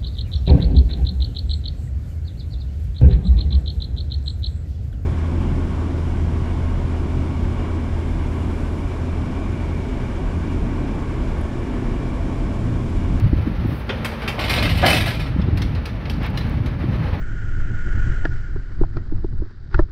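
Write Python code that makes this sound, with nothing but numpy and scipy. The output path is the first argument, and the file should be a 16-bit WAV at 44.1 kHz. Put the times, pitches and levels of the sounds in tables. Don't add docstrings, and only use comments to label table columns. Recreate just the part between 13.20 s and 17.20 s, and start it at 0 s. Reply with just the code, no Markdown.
import sys
import numpy as np
from scipy import signal
from scipy.fft import irfft
from scipy.io import wavfile
from scipy.ndimage import uniform_filter1d

SR = 44100
rng = np.random.default_rng(int(sys.argv[2]) if len(sys.argv) > 2 else 0)


def transcribe(u):
    v = np.clip(np.atleast_2d(u).T, -1, 1)
    q = np.round(v * 32767).astype(np.int16)
    wavfile.write(sys.argv[1], SR, q)


N = 176400
T = np.arange(N) / SR
AGE = T[:SR // 2]
TREBLE_HZ, SHIMMER_DB = 6840, 2.5

# frequency in Hz, relative level in dB.
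TICK_COLOUR = [(400, -9), (1500, 8), (2400, 8.5), (4200, 7), (5500, -2), (7200, -19.5), (11000, -15.5),
               (15500, -22)]


def undb(db):
    return 10 ** (np.asarray(db) / 20)


def curve(rows):
    return undb(np.interp(T, *np.array(rows).T))


def patches(hz, spread_db):
    grid = np.arange(0, SR / 2, 75)
    return spread_db * np.interp(hz, grid, np.clip(rng.standard_normal(len(grid)), -2, 2))


def noise(colour, size, spread_db=0):
    hz, db = np.array(colour).T
    bins = np.maximum(np.fft.rfftfreq(size, 1 / SR), 1)
    gain = undb(np.interp(np.log(bins), np.log(hz), db) + patches(bins, spread_db))
    y = irfft(np.exp(2j * np.pi * rng.random(len(bins))) * gain, size)
    return y / y.std()


def shelf(x, hz, db, kind):
    band = signal.sosfiltfilt(signal.butter(2, hz, kind, fs=SR, output="sos"), x)
    return x + (undb(db) - 1) * band


def walk(rate_hz):
    hold = int(SR / rate_hz)
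    steps = np.repeat(rng.standard_normal(N // hold + 1), hold)
    y = uniform_filter1d(uniform_filter1d(steps, hold), hold)[:N]
    return y / y.std()


def fade(t60):
    return np.exp(-np.log(1000) * AGE / t60)


def crash(colour, attack_s, hold_s, t60, tail_db, tail_t60):
    body = np.exp(-np.log(1000) * np.maximum(AGE - hold_s, 0) / t60)
    tail = undb(tail_db) * fade(tail_t60)
    steel = noise(colour, len(AGE), spread_db=4.5)
    return steel * (1 - np.exp(-AGE / attack_s)) * np.hypot(body, tail)


def ring(modes, t60, scatter_db=0, detune=0, attack_s=0.00078, shimmer_db=0):
    hz, db = np.array(modes).T
    weight, mistuning, polarity = rng.standard_normal((3, len(hz)))
    gain = undb(db + scatter_db * weight)
    steps = np.arange(0, AGE[-1], 1 / 60)
    shimmer = undb([shimmer_db * np.interp(AGE, steps, rng.standard_normal(len(steps))) for _ in hz])
    waves = shimmer * np.sin(2 * np.pi * np.outer(hz * (1 + detune * mistuning), AGE))
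    chord = (gain * np.sign(polarity)) @ waves / np.sqrt(np.sum(gain ** 2) / 2)
    return chord * fade(t60) * (1 - np.exp(-AGE / attack_s))


def add(out, start, x):
    i = max(int(start * SR), 0)
    out[i:i + len(x)] += x[:N - i]


def wind():
    # frequency in Hz, relative level in dB.
    rumble_colour = [(18, -38), (28, -7.5), (40, -4), (60, -1), (115, -3), (200, -12.5), (320, -17.5),
                     (480, -41), (1000, -97)]
    # time in seconds, relative level in dB.
    gusts = [(0, -23), (.2, -20), (.29, -25), (.5, -22.5), (.65, -30.5), (.83, -29), (.97, -33),
             (1.06, -26.5), (1.15, -31.5), (1.55, -18), (1.96, -25.5), (2.33, -20.5), (2.56, -23),
             (2.67, -30.5), (2.74, -25), (2.79, -30), (3, -22), (3.07, -26.5), (3.16, -21.5), (3.36, -24),
             (3.46, -22.5), (3.58, -26), (3.72, -21.5), (4, -23)]
    # centre in seconds, relative level in dB, pitch in Hz.
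    puffs = [(.03, -8.5, 70), (.061, -9, 95), (.133, -10, 65), (.134, -11.5, 270), (.18, -15, 85),
             (.274, -13, 225), (.417, -18, 100), (.453, -13, 170), (.492, -20, 280), (2.166, -17, 260),
             (2.196, -12, 160), (2.284, -13, 200), (3.02, -20, 200), (3.641, -17.5, 230), (3.692, -14, 120)]
    # multiple of its pitch, relative level in dB.
    puff_colour = [(.3, -12), (1, 0), (1.35, -3), (2, -17), (6, -55)]
    rumble = noise(rumble_colour, N)
    rumble = rumble / np.sqrt(uniform_filter1d(rumble ** 2, int(.07 * SR)))
    out = rumble * curve(gusts) * undb(2.5 + 1.28 * walk(21.98))
    from_centre = AGE - AGE.mean()
    for centre, db, hz in puffs:
        swell = np.exp(-(from_centre * hz / 1.2) ** 2)
        puff = swell * noise([(hz * ratio, level) for ratio, level in puff_colour], len(AGE))
        puff *= np.linalg.norm(swell) / np.linalg.norm(puff)
        out += undb(db - .5) * np.interp(T, centre + from_centre, puff)
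    return signal.sosfiltfilt(signal.butter(2, 560, fs=SR, output="sos"), out)


def tractor():
    # frequency in Hz, relative level in dB.
    colour = [(120, -10.5), (260, -1.5), (450, 3), (1080, -1), (1610, -3.5), (2400, -7.5), (4470, -18.5),
              (6100, -31), (7180, -48), (10400, -38), (15500, -44.5)]
    # time in seconds, relative level in dB.
    levels = [(0, -35.5), (.62, -35.5), (.78, -32.5), (1.1, -31.5), (2.1, -35.5), (2.7, -37), (3.65, -34.5),
              (4, -31)]
    # time in seconds, treble lift in dB.
    treble = [(0, 6.5), (.95, 6), (2.25, 0.5), (3.3, 3.5), (4, 2.5)]
    drone = noise(colour, N, spread_db=1.36) * curve(levels)
    drone *= undb(-1.5 + 1.37 * walk(60) + .5 * walk(9.36))
    return shelf(drone, 7000, np.interp(T, *np.array(treble).T), "high")


def hiss():
    # time in seconds, level in dB.
    levels = [(.43, -85), (.47, -56), (.6, -54), (.68, -82)]
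    return noise([(4000, -33), (7500, -11), (10000, 0.5), (14500, 3)], N) * curve(levels)


def hydraulics():
    # time in seconds, level in dB.
    levels = [(.55, -51), (.72, -34.5), (1.1, -36), (1.9, -55)]
    hz = 226.7 * (1 + 0.0054 * walk(33))
    hum = np.sqrt(2) * np.sin(2 * np.pi * np.cumsum(hz) / SR)
    return hum * curve(levels) * undb(2 * walk(14.4))


def linkage():
    # start in seconds,
    # relative level in dB, bass in dB, treble in dB, note in Hz.
    clanks = [(.692, -25.5, 6.5, -16, 540), (.846, -24.5, -4, 8, 2190), (1.018, -34, 1, -1, 2300),
              (1.077, -22, -5.5, 2.5, 2690)]
    # frequency in Hz, relative level in dB.
    colour = [(200, 1), (550, 5), (1500, -0.5), (2250, 4), (3600, -3.5), (5400, -14), (7000, -27.5),
              (11000, -23.5), (15500, -32)]
    out = np.zeros(N)
    for start, db, bass_db, treble_db, hz in clanks:
        body = crash(colour, attack_s=0.00094, hold_s=0.011, t60=0.095, tail_db=-5.5, tail_t60=0.38)
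        note = undb(-4 - max(bass_db, 0)) * ring([(hz, 0)], t60=0.15, shimmer_db=SHIMMER_DB)
        crack = undb(-12) * noise(TICK_COLOUR, len(AGE)) * fade(0.014)
        clank = shelf(body + note + crack, 1340, bass_db, "low")
        add(out, start, undb(db + 0.5) * shelf(clank, TREBLE_HZ, treble_db, "high"))
    return out


def frame():
    # start in seconds, relative level in dB.
    knocks = [(1.177, -21), (1.196, -21), (1.378, -20), (1.625, -12), (1.636, -9), (1.654, -18),
              (1.728, -26.5), (1.862, -25)]
    # frequency in Hz, relative level in dB.
    colour = [(120, -12.5), (300, 2), (430, -16), (650, 2.5), (900, -12), (1500, -11), (3000, -22),
              (7000, -54)]
    modes = [(530, -7), (590, 3.5), (668, -3.5), (768, -4.5), (1030, -5.5)]
    out = np.zeros(N)
    for start, db in knocks:
        thud = crash(colour, attack_s=0.0052, hold_s=0.01, t60=0.054, tail_db=-6.5, tail_t60=0.65)
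        ringing = undb(-5.5) * ring(modes, t60=0.31, scatter_db=3.4, detune=0.0023)
        add(out, start, undb(db - 3) * (thud + ringing))
    return out


def rollers():
    # start in seconds, relative level in dB, treble in dB.
    blows = [(1.19, -23.5, -0.5), (1.209, -23.5, -4), (1.238, -23, 0), (1.279, -25, -2), (1.294, -17, 3.5),
             (1.331, -21.5, 4), (1.346, -24.5, -5), (1.36, -24.5, 1), (1.379, -20, -8), (1.424, -20, 2),
             (1.453, -21, -7), (1.491, -21.5, 1), (1.552, -30.5, 3), (1.572, -27, 6), (1.586, -27, -2),
             (1.616, -25, -4), (1.637, -25.5, -13), (1.651, -21.5, 3), (1.66, -14.5, 7.5),
             (1.678, -17.5, 4), (1.698, -16, 7.5), (1.729, -15.5, 3), (1.765, -19, 4), (1.805, -21, 3),
             (1.858, -24, 5), (1.876, -23.5, 1), (1.903, -30, 0), (1.941, -31, 0), (1.995, -27, -2.5),
             (2.061, -36, -4)]
    # frequency in Hz, relative level in dB.
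    overtone_colour = [(700, -4), (1750, -3), (2200, 2), (3000, -5.5), (4200, -7.5), (5300, -12),
                       (7000, -28.5), (8700, -22), (11500, -25), (15500, -41)]
    scrape_colour = [(200, -3.5), (600, 0.5), (1700, -11), (2200, -4), (3000, -2), (4200, -7), (5400, -13),
                     (7000, -35.5), (8700, -35), (11500, -31), (15500, -29)]
    table_modes = [(1329, -6), (1700, -3.5), (1922, -2.5), (2112, 0), (2288, -4), (2455, -3), (2615, -1),
                   (3015, 1.5), (3661, -6), (4102, -7)]
    roller_modes = [(7504, -6), (8263, -8), (8705, -2), (9351, -4), (9927, 0), (11273, -6), (11763, -4),
                    (12565, -6), (12818, -4), (13910, -4)]
    out = np.zeros(N)
    for start, db, treble_db in blows:
        overtones = noise(overtone_colour, len(AGE), spread_db=6)
        overtones *= fade(0.37) * (1 - np.exp(-AGE / 0.0058))
        roughness = undb(-2.5 + 2.5 * walk(350)[:len(AGE)])
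        scrape = crash(scrape_colour, attack_s=.0011, hold_s=.0045, t60=.12, tail_db=-10, tail_t60=.38)
        table = ring(table_modes, t60=.18, scatter_db=4, detune=.004, shimmer_db=SHIMMER_DB)
        roller = ring(roller_modes, t60=.17, scatter_db=3.5, detune=.0012,
                      attack_s=.003, shimmer_db=SHIMMER_DB)
        blow = undb(-3.5) * overtones + roughness * scrape + undb(-2.5) * table + undb(-18) * roller
        add(out, start, undb(db - 2) * shelf(blow, TREBLE_HZ, treble_db, "high"))
    return out


def loose_parts():
    # start in seconds, relative level in dB, treble in dB.
    ticks = [(2.215, -37, -9), (2.373, -33, 5.5), (2.418, -27.5, 1.5), (2.549, -35.5, -2),
             (2.655, -32, 5.5), (2.69, -39, -18), (2.853, -35.5, -10), (2.897, -30.5, 6.5),
             (2.934, -41, -8), (3.173, -27.5, 4.5), (3.209, -35, -17), (3.460, -36.5, 3.5)]
    # start in seconds, level in dB.
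    snaps = [(2.372, -45), (3.032, -44), (3.064, -42), (3.103, -46), (3.296, -43.5), (3.460, -51)]
    # frequency in Hz, relative level in dB.
    snap_colour = [(2000, -12), (5000, -11), (12000, 6), (15500, 2)]
    out = np.zeros(N)
    for start, db, treble_db in ticks:
        tick = crash(TICK_COLOUR, attack_s=.00063, hold_s=.0044, t60=.07, tail_db=-9.5, tail_t60=.37)
        add(out, start, undb(db - 1.5) * shelf(tick, TREBLE_HZ, treble_db, "high"))
    for start, db in snaps:
        add(out, start, undb(db) * noise(snap_colour, len(AGE)) * fade(0.012))
    return out


def belts():
    # frequency in Hz, relative level in dB.
    colour = [(300, -2), (800, 4.5), (2500, 0.5), (5200, -14.5), (7000, -36)]
    centre_s, half_length_s = 3.053, 0.037
    return noise(colour, N) * undb(-30.5) * np.exp(-((T - centre_s) / half_length_s) ** 2)


def scene():
    wrapper = linkage() + rollers() + frame() + loose_parts() + belts()
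    return (wrapper + wind() + tractor() + hydraulics() + hiss())[None]


def record(dry):
    low_cut = signal.butter(6, 34, "high", fs=SR, output="sos")
    high_cut = signal.ellip(14, .2, 80, 15750, fs=SR, output="sos")
    return signal.sosfilt(high_cut, signal.sosfilt(low_cut, dry))


dry = scene()
out = record(dry)
transcribe(out)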